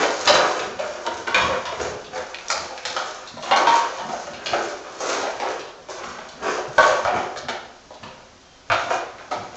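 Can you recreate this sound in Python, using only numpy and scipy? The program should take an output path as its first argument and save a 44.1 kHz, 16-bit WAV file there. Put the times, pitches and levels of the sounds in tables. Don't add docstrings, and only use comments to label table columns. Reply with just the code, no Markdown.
import sys
import numpy as np
from scipy import signal
from scipy.fft import rfft, irfft, next_fast_len
from scipy.io import wavfile
from scipy.ndimage import uniform_filter1d, minimum_filter1d

SR = 44100
rng = np.random.default_rng(int(sys.argv[2]) if len(sys.argv) > 2 else 0)


def boost_factor(decibels):
    exponent = np.asarray(decibels, float) / 20
    return 10 ** exponent


def unload_wav(signal):
    wavfile.write(
        sys.argv[1],
        SR,
        np.round(np.clip(np.atleast_2d(signal).T, -1, 1) * 32767).astype(np.int16),
    )


N = 421596


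def unit(x):
    return x / np.sqrt(np.mean(x ** 2) + 1e-20)


def peaked(x):
    return x / np.abs(x).max()


def add(out, x, s):
    part = out[round(s * SR):][:len(x)]
    part += x[:len(part)]


def along(points, hz):
    point_hz, value = np.transpose(points)
    return np.interp(np.log(hz + 1), np.log(point_hz + 1), value)


def filtered(x, response):
    size = next_fast_len(len(x) + 1024)
    return irfft(rfft(x, size) * response(np.fft.rfftfreq(size, 1 / SR)), size)[:len(x)]


def coloured(x, spectrum):
    return filtered(x, lambda hz: boost_factor(along(spectrum, hz)))


def resonant(x, modes):
    def response(hz):
        total = 0
        for k, (centre, width, db) in enumerate(modes):
            rub = 1j * hz * width
            total = total + (-1) ** k * boost_factor(db) * rub / (centre * centre - hz * hz + rub)
        return total
    return filtered(x, response)


def grains(count, rate, spread_db):
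    hit, size, sign = rng.random((3, count))
    return (hit < rate / SR) * boost_factor(-spread_db * np.log(size + 0.018)) * np.sign(sign - .5)


def spray(count, rate, life, first):
    x = grains(count, rate, spread_db=3.5) * np.exp(-np.arange(count) / SR / life)
    x[0] = first
    return x


def swells(s, db, fade_s, rest_db, rise_share=0.58):
    t = np.arange(0, N, 256) / SR
    s, db, fade_s, rise_share = [np.reshape(column, (-1, 1)) for column in (s, db, fade_s, rise_share)]
    fall_db = 20 * np.where(t > s, t - s, (s - t) / rise_share) / fade_s
    power = np.sum(boost_factor(db - fall_db) ** 2, axis=0) + boost_factor(rest_db) ** 2
    return np.interp(np.arange(N) / SR, t, np.sqrt(power))


def ring(db, hz, t60, attack_s):
    t = np.arange(SR // 2) / SR
    return boost_factor(db - 60 * t / t60) * (1 - np.exp(-t / attack_s)) * np.sin(2 * np.pi * hz * t)


# frequency in Hz, level in dB.
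HUSH_COLOUR = [(12, -31.5), (20, 0.5), (74, -2), (108, -6), (187, -20), (266, -1.5), (334, -22),
               (499, -5.5), (2370, -13.5), (6010, -13.5), (8120, -22), (10600, -72), (17900, -120)]


def hush():
    return boost_factor(-51) * unit(coloured(rng.standard_normal(N), HUSH_COLOUR))


# frequency in Hz, time to fall 60 dB in seconds.
ROOM_DECAY = [(100, 0.17), (500, 0.8), (1500, 0.59), (4000, 0.6), (8000, 0.23)]


def room(x):
    hz, t, z = signal.stft(rng.standard_normal(3 * SR // 4), SR, nperseg=256)
    fade = boost_factor(-60 * t / along(ROOM_DECAY, hz)[:, None])
    tail = signal.istft(z * fade, SR, nperseg=256)[1]
    age = np.arange(len(tail)) / SR
    lumps = np.repeat(rng.standard_normal(len(tail) // 64 + 1), 64)[:len(tail)]
    tail = tail * boost_factor(3.8 * np.clip(lumps, -2, 2) * np.exp(-age / .08))
    tail = tail * (1 - np.exp(-age / 0.00088))
    return signal.fftconvolve(x, boost_factor(6) * tail / np.linalg.norm(tail))


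# frequency in Hz, width in Hz, level in dB.
BOWL_MODES = [(518.5, 33, -3.5), (608, 31, -0.5), (654, 124, -5.5), (746, 66, -3), (941, 185, -8),
              (1284, 256, -7.5), (1478, 142, -4), (1687, 480, -12.5), (2370, 220, -14), (2935, 644, -22.5)]
# frequency in Hz, width in Hz, level in dB.
DEEP_MODES = [(124, 28, -19), (234.6, 27, -1), (365, 53.4, 0.5), (449, 41.6, 0.5)]
# frequency in Hz, level in dB per Hz.
PELLET_COLOUR = [(1180, -43.5), (2000, -9.5), (4930, -2.5), (6540, 1), (8120, -8.5), (10600, -58),
                 (17900, -120)]
# frequency in Hz, level in dB per Hz.
THUD_COLOUR = [(30, -27), (70, 8), (130, 7), (250, 8), (400, -2), (800, -52.5)]
# full push in seconds, push in dB, pellets over push in dB, time to fade 20 dB in seconds.
DRAGS = [(.001, -9.5, -13, 0.0456), (.4, -25.5, -12.5, 0.21), (.52, -23, -12, 0.27),
         (1.171, -33.5, -6, 0.46), (1.817, -29, -5, 0.24), (2.95, -36, -8.5, 0.26), (3.6, -21.5, -10, .15),
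         (4.532, -26, -10, 0.32), (5.085, -20.5, -3.5, 0.18), (5.479, -25.5, -11.5, 0.19),
         (6.465, -19.5, -14, 0.11), (6.53, -27.5, -3.5, 0.14), (6.843, -31.5, 2.5, 0.23),
         (7.155, -26.5, -13.5, 0.26)]
# full push in seconds, push in dB, pellets over push in dB, time to fade 20 dB in seconds.
SKIDS = [(.12, -35, 4, 0.7), (.331, -14.5, -12.5, 0.27), (.64, -30, -8, 0.07), (.95, -38, -5.5, .3),
         (1.435, -21, -12.5, 0.24), (1.53, -27, -17.5, 0.14), (2.3, -41.5, -8, 1), (2.573, -32, -3, 0.38),
         (3.05, -35.5, -3, .3), (3.189, -37, -9.5, 0.5), (3.735, -18, -10, .17), (3.95, -35.5, -8.5, .4),
         (4.13, -32, -6.5, .5), (4.65, -36, -2.5, 0.26), (4.88, -33.5, -10, .2), (5.179, -25, -9.5, 0.26),
         (5.96, -36.5, -10.5, 0.3), (6.06, -31.5, -9, 0.16), (6.271, -41, -10, 0.8), (6.74, -40, -11, 0.7),
         (6.9, -20, -16.5, 0.2154), (7.62, -48.5, -10, 0.6), (7.78, -48.5, -1, 0),
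         (8.089, -44.5, -10.5, 0.26), (9.02, -44.5, -9, 0.6), (8.915, -19, -13.5, 0.0945),
         (8.8, -30, -7.5, 0.22), (9.2, -45, -8.5, .2), (9.555, -33, -11, .15)]
# full push in seconds, push in dB, pellets over push in dB, time to fade 20 dB in seconds.
JOLTS = [(.256, -22, -4.5, 0.31), (.796, -28.5, -11, .5), (2.135, -29.5, -10, 0.28), (2.853, -38, 8, 0.24),
         (3.432, -30, -8.5, 0.64), (4.46, -42.5, -2, 0.23), (5.003, -29, -4, 0.5), (5.891, -32, -6, .3),
         (6.425, -28, -17, 0.22), (7.487, -37.5, -1, 0.1), (9.31, -30.5, -9, 0.2)]
# time in seconds, level in dB.
SHUFFLES = [(.001, -42), (.331, -34), (.643, -43), (1.15, -48), (1.435, -31.5), (1.817, -38), (2.125, -45),
            (2.573, -49.5), (2.913, -46.5), (3.351, -45.5), (3.662, -48.5), (4.05, -45.5), (4.306, -47),
            (4.532, -41.5), (5.179, -51), (5.4, -54), (6.095, -46.5), (6.42, -47), (6.843, -41),
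            (7.155, -40), (7.45, -50), (8.05, -51), (8.89, -41.5), (9.37, -44.5)]


def slide():
    s, push_db, pellet_db, fade_s = np.transpose(DRAGS + SKIDS + JOLTS)
    rows = [len(DRAGS), len(SKIDS), len(JOLTS)]
    deep_db = np.repeat([-1.5, -12.5, -7.5], rows)
    rise = np.repeat([0.58, 0.58, 0.028], rows)
    slips = grains(N, rate=600, spread_db=4.2)
    ticking = grains(N, rate=1500, spread_db=6.0)
    steps = grains(N, rate=87, spread_db=2)
    rest_db = -56
    shell = swells(s, push_db, fade_s, rest_db, rise) * unit(resonant(slips, BOWL_MODES))
    deep_gain = swells(s, push_db + deep_db, fade_s, rest_db - 6.5, rise)
    deep = deep_gain * unit(resonant(slips, DEEP_MODES[2:]))
    rattle_gain = swells(s, push_db + pellet_db, fade_s, -63, rise)
    rattle = rattle_gain * unit(coloured(ticking, PELLET_COLOUR))
    shuffle_s, shuffle_db = np.transpose(SHUFFLES)
    rumble_gain = swells(shuffle_s, shuffle_db, fade_s=.2, rest_db=-60)
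    rumble = rumble_gain * unit(coloured(steps, THUD_COLOUR))
    return boost_factor(-11.5) * (shell + deep) + boost_factor(-10) * rattle + boost_factor(-4.5) * rumble


def knock(db, hz, upper_db, crack_db, deep_db):
    blows = spray(SR // 8, rate=1400, life=0.01, first=9.4)
    modes = []
    for centre, width, level in BOWL_MODES:
        modes.append((centre * np.exp(rng.normal(0, .01)), width, level + rng.normal(0, 1.5)))
    shell = peaked(resonant(blows, modes[:5] + [(hz, hz / 12, 3)]))
    upper = peaked(resonant(blows, modes[5:]))
    crack = peaked(resonant(blows, [(3300, 2400, 0.005), (6000, 6000, 0.01)]))
    deep = peaked(resonant(blows, DEEP_MODES))
    bright = boost_factor(upper_db + 9.5) * upper + boost_factor(crack_db + 9.5) * crack
    return boost_factor(db - 9) * (shell + bright + boost_factor(deep_db) * deep)


# start in seconds, peak in dB, loudest mode in Hz, upper modes in dB.
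ROCKS = [(.004, -11, 528, -14.5), (.03, -7, 673, -6.5), (1.065, -14, 930, -3), (1.274, -11, 1194, -4),
         (1.722, -17, 489, -12), (1.799, -16, 498, -8), (1.849, -17, 680, -13), (2.158, -17.5, 520, -6),
         (2.707, -23, 790, -14), (4.089, -17, 676, -11), (5.004, -16, 504, -17), (5.229, -12.5, 664, -14.5),
         (5.401, -10, 678, -14.5), (5.679, -32.5, 635, -2), (5.887, -21.5, 550, -18),
         (6.035, -20, 1085, -4.5), (6.186, -22, 633, -5.5), (7.485, -12.5, 680, -3.5),
         (7.906, -27, 503, -16), (8.031, -24.5, 931, -4.5), (8.178, -35, 667, -8.5), (8.895, -22, 712, -14),
         (9.184, -28, 550, -5.5), (9.317, -13, 675, -10)]
# start in seconds, peak in dB, loudest mode in Hz, upper modes in dB.
BUMPS = [(.277, -1, 607, -6), (1.656, -16.5, 970, -3.5), (2.501, -13, 646, -.5), (2.965, -11.5, 531, -3),
         (3.511, -0.5, 770, -10.5), (3.562, -8.5, 746, -3.5), (3.67, -8, 1033, -4),
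         (3.837, -17.5, 1000, -9.5), (4.13, -15.5, 721, -19.5), (4.27, -24, 577, -7),
         (4.533, -8.5, 681, -9), (5.27, -19, 620, -6), (5.43, -14.5, 685, -7), (6.829, -7, 650, -2),
         (7.05, -7.5, 663, -7), (7.075, -8, 715, -12.5), (7.162, -12.5, 678, -5.5), (7.242, -24, 726, -19),
         (8.7, -5, 1300, -7)]
# start in seconds, peak in dB, loudest mode in Hz, upper modes in dB.
RAPS = [(.793, -12, 598, -18.5), (1.054, -15, 900, -19), (1.346, -8, 987, -2.5), (2.179, -26.5, 497, -10),
        (2.852, -18, 860, -9.5), (3.37, -21, 512, -17), (3.431, -18, 1076, -14), (3.483, -17.5, 760, -8.5),
        (3.985, -18, 884, -5.5), (4.459, -20, 643, -7.5), (6.578, -15.5, 662, -16.5),
        (6.782, -2, 608, -9.5), (7.361, -23, 590, -1.5), (8.719, -9, 686, -1)]


def bowl_knocks(out):
    for blows, crack_db, deep_db in [(ROCKS, -13, -10), (BUMPS, -28.5, -23.5), (RAPS, -13, -25.5)]:
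        for s, db, hz, upper_db in blows:
            add(out, knock(db, hz, upper_db, crack_db, deep_db), s)


def click(db, hz):
    snap = spray(SR // 20, rate=1500, life=.006, first=4)
    modes = [(hz * 0.72, hz / 5, -4), (hz, hz / 4, 0), (hz * 1.6, hz / 1.7, -6.5)]
    return boost_factor(db - 2.0) * peaked(resonant(snap, modes))


# start in seconds, peak in dB, centre in Hz.
CLAWS = [(.0162, -24, 1840), (.5945, -13.5, 2320), (.7908, -21.5, 2460), (1.27, -19.5, 2370),
         (1.3447, -3, 2370), (1.347, -9.5, 3550), (2.8335, -29, 2700), (2.8524, -14.5, 2200),
         (3.4605, -23.5, 1870), (3.5125, -6.5, 2830), (4.5322, -27.5, 2000), (5.2315, -23.5, 2420),
         (5.4, -19.5, 2360), (6.779, -22.5, 1810), (7.4889, -16.5, 2550), (8.035, -22.5, 2500),
         (8.7012, -16, 2230)]
# start in seconds, peak in dB, centre in Hz.
TICKS = [(.04, -20.5, 5000), (.115, -24, 4500), (.5146, -20, 3500), (.85, -27, 4500), (1.065, -11, 3970),
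         (1.38, -16, 6500), (2.1796, -19.5, 5520), (2.3456, -11.5, 2540), (2.3863, -17.5, 2450),
         (2.7774, -19.5, 3340), (3.0718, -20, 6000)]
# start in seconds, peak in dB, centre in Hz.
CRACKS = [(.2749, -0.5, 3880), (1.4135, -13.5, 3300), (1.6545, -15.5, 3400), (2.045, -25.5, 3420),
          (2.4832, -15, 5000), (2.5027, -2.5, 6000), (2.852, -12, 4470),(2.9658, -13.5, 3300),
          (3.2745, -21, 3940), (3.406, -27.5, 5160), (3.4256, -20.5, 3400), (3.562, -9, 6000),
          (3.6721, -9, 3420), (4.3351, -22.5, 3150), (4.4597, -11, 3200), (5.0054, -13.5, 6400),
          (5.5948, -22, 3620), (5.908, -23, 6370), (6.2887, -25.5, 4400), (7.0464, -22, 3930),
          (7.3736, -18.5, 4500), (7.9409, -32.5, 4090), (9.3108, -24, 4060)]


def claws_and_pellets(near, far):
    for clicks, room_db in [(CLAWS, -5), (TICKS, -12), (CRACKS, -2)]:
        for s, db, hz in clicks:
            sound = click(db, hz)
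            add(near, boost_factor(-2.5) * sound, s)
            add(far, boost_factor(room_db) * sound, s)


# start in seconds, peak in dB, frequency in Hz.
CHIPS = [(.1131, -21, 5500), (.2563, -17, 4000), (.5127, -20, 4500), (.604, -22, 5000), (1.066, -19, 5200),
         (2.137, -30, 2380), (2.3436, -19, 2440), (2.4838, -12, 5720), (3.265, -30, 3630),
         (3.9853, -28, 4000), (5.065, -27, 6400), (5.23, -26, 4200), (5.401, -27, 5500), (5.595, -30, 6200),
         (5.91, -28, 4500), (6.108, -31, 3300), (6.288, -29, 6800), (6.553, -24, 5000), (6.1873, -36, 2260),
         (6.4223, -30, 2490), (6.832, -14, 3500), (7.035, -30, 6000), (7.2928, -32, 3320), (7.3, -32, 5000),
         (8.6647, -40, 4910), (9.3197, -28, 4010)]


def kibble_chips(near, far):
    for s, db, hz in CHIPS:
        chip = ring(db, hz, t60=.005, attack_s=1 / hz)
        add(near, chip, s)
        add(far, boost_factor(-10) * chip, s)


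# start in seconds, peak in dB, frequency in Hz, 60 dB fall in seconds.
RINGS = [(.276, -20, 4010, .06), (.278, -15, 608, .15), (.42, -18, 1150, .15), (.51, -19, 1050, .15),
         (.812, -30, 2370, .05), (1.273, -31, 2370, .08), (1.346, -15, 2370, .07), (1.346, -17, 3550, .05),
         (1.35, -19, 1640, .15), (1.416, -24, 3300, .1), (1.42, -16, 1020, .1), (1.445, -18, 1110, .06),
         (1.49, -19, 530, .25), (1.53, -22, 500, .2), (3.475, -26, 775, .2), (3.512, -15, 775, .25),
         (3.512, -18, 2830, .1), (3.513, -22, 3250, .06), (3.514, -14, 1110, .2), (3.563, -21, 4200, .06),
         (3.57, -19, 1480, .12), (3.67, -16, 1567, .13), (3.67, -15, 931, .4), (3.715, -16, 931, .3),
         (3.722, -23, 1850, .15), (3.73, -21, 1007, .2), (3.84, -21, 1000, .05), (4.4585, -25, 3300, .04),
         (4.5, -25, 620, .1), (4.533, -14, 700, .05), (5.06, -24, 480, .15), (5.09, -22, 540, .12),
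         (5.27, -22, 600, .08), (6.808, -11, 1150, .08), (6.815, -14, 1500, .05), (6.856, -12, 1150, .05),
         (6.884, -19, 620, .08), (7.05, -15, 1450, .04), (7.163, -13, 680, .05), (8.702, -19, 690, .18),
         (8.703, -25, 2230, .06), (8.712, -17, 1470, .1), (8.865, -23, 690, .12), (8.91, -19, 690, .15),
         (8.94, -22, 770, .15), (9.312, -22, 1270, .1), (9.312, -21, 600, .08), (9.325, -20, 930, .05),
         (7.077, -14, 760, .04), (7.906, -31, 520, .06)]


def lone_rings(near, far):
    for s, db, hz, t60 in RINGS:
        tone = ring(db, hz, t60, attack_s=.0015)
        add(near, tone, s)
        add(far, boost_factor(-12) * tone, s)


# frequency in Hz, level in dB, time to fall 60 dB in seconds.
CAN_MODES = [(834, -24, 0.13), (931, -4.5, 0.24), (1121, 3.5, 0.4), (1530, 6, 0.11), (1470, -19, .12),
             (1890, -13.5, 0.3), (2370, -15.5, 0.15), (2830, -33, 0.11), (3316, -3, 0.029),
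             (3570, -29, .07), (4400, -21, 0.055)]
# start in seconds, peak in dB, ring length factor, main mode in dB, high modes in dB.
KICKS = [
    (1.277, -20, 1.1, 1.5, -3),
    (1.346, -8, 1.3, 6.5, 10.5),
    (1.657, -26.5, 1.2, 4, 10),
    (3.511, -12, 2.7, 4.5, 2),
    (3.67, -10, 1.4, 12, -3),
    (6.781, 1, 0.62, 8, -10),
    (8.029, -35, 0.4, -1, 3),
]


def can_kicks(out):
    t = np.arange(SR // 2) / SR
    for s, db, length, main_db, high_db in KICKS:
        tones = []
        for hz, level, t60 in CAN_MODES:
            decay = boost_factor(level + rng.normal(0, 1) - 60 * t / (t60 * length))
            tones.append(decay * np.sin(2 * np.pi * hz * t))
        wall = tones[0] + boost_factor(main_db) * tones[1] + sum(tones[2:6]) + boost_factor(high_db) * sum(tones[6:])
        add(out, boost_factor(db - 7) * peaked(wall), s)


# frequency in Hz, width in Hz, level in dB.
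TILE_MODES = [(1580, 250, 2), (2450, 380, 0), (3330, 460, -4), (4170, 600, -9)]
# start in seconds, peak in dB.
BOUNCES = [
    (1.346, -5.5),
    (2.7777, -20),
    (3.5115, -10),
    (3.67, -15.5),
    (4.4597, -15),
]


def pellet_bounces(out):
    blow = np.zeros(SR // 20)
    blow[0] = 1
    for s, db in BOUNCES:
        add(out, boost_factor(db - 3.5) * peaked(resonant(blow, TILE_MODES)), s)


# start in seconds, peak in dB, frequency in Hz.
PAWS = [
    (1.419, -36.5, 97),
    (3.509, -49, 176),
    (4.519, -43.5, 194),
    (6.68, -37, 132),
    (7.045, -34, 87),
    (8.032, -36, 166),
    (8.698, -28.5, 99),
]


def paw_falls(out):
    t = np.arange(SR // 5) / SR
    for s, db, hz in PAWS:
        push = np.sin(2 * np.pi * hz * t) * np.exp(-t / 0.0058) * (1 - np.exp(-t / 0.0037))
        add(out, boost_factor(db - 1.0) * peaked(push), s)


def squeak():
    length_s, start_hz, sag = .19, 3400, .08
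    u = np.linspace(0, 1, int(length_s * SR))
    wobble = 1 + .15 * uniform_filter1d(rng.standard_normal(len(u)), size=100)
    hz = start_hz * (1 - sag * (1 - np.exp(-4 * u))) * wobble
    return boost_factor(-59) * np.abs(np.sin(np.pi * u)) ** .5 * np.sin(2 * np.pi * np.cumsum(hz) / SR)


def scene():
    scrape, struck = slide(), np.zeros(N)
    bowl_knocks(struck)
    can_kicks(struck)
    pellet_bounces(struck)
    paw_falls(struck)
    near = struck + boost_factor(3) * scrape
    far = struck + boost_factor(-.6) * scrape
    claws_and_pellets(near, far)
    kibble_chips(near, far)
    lone_rings(near, far)
    add(near, squeak(), 8.42)
    out = near + hush()
    step = SR // 3
    for start in range(0, N, step):
        add(out, room(far[start:start + step]), start / SR)
    return out[None]


def roll_off(x):
    return signal.sosfilt(signal.butter(12, 8270, fs=SR, output="sos"), x)


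def record(dry):
    need = np.minimum(1, .93 / (np.abs(dry[0]) + 1e-9))
    gain = uniform_filter1d(minimum_filter1d(need, size=441), size=221)
    x = filtered(gain * dry[0], lambda hz: 1 / (1 + (hz / 7700) ** 24) * (hz < 8170))
    x = x - 0.28 * filtered(x, lambda hz: 1 / (1 + 1j * hz / 110))
    mix = x[None]
    return roll_off(mix)


dry = scene()
out = record(dry)
unload_wav(out)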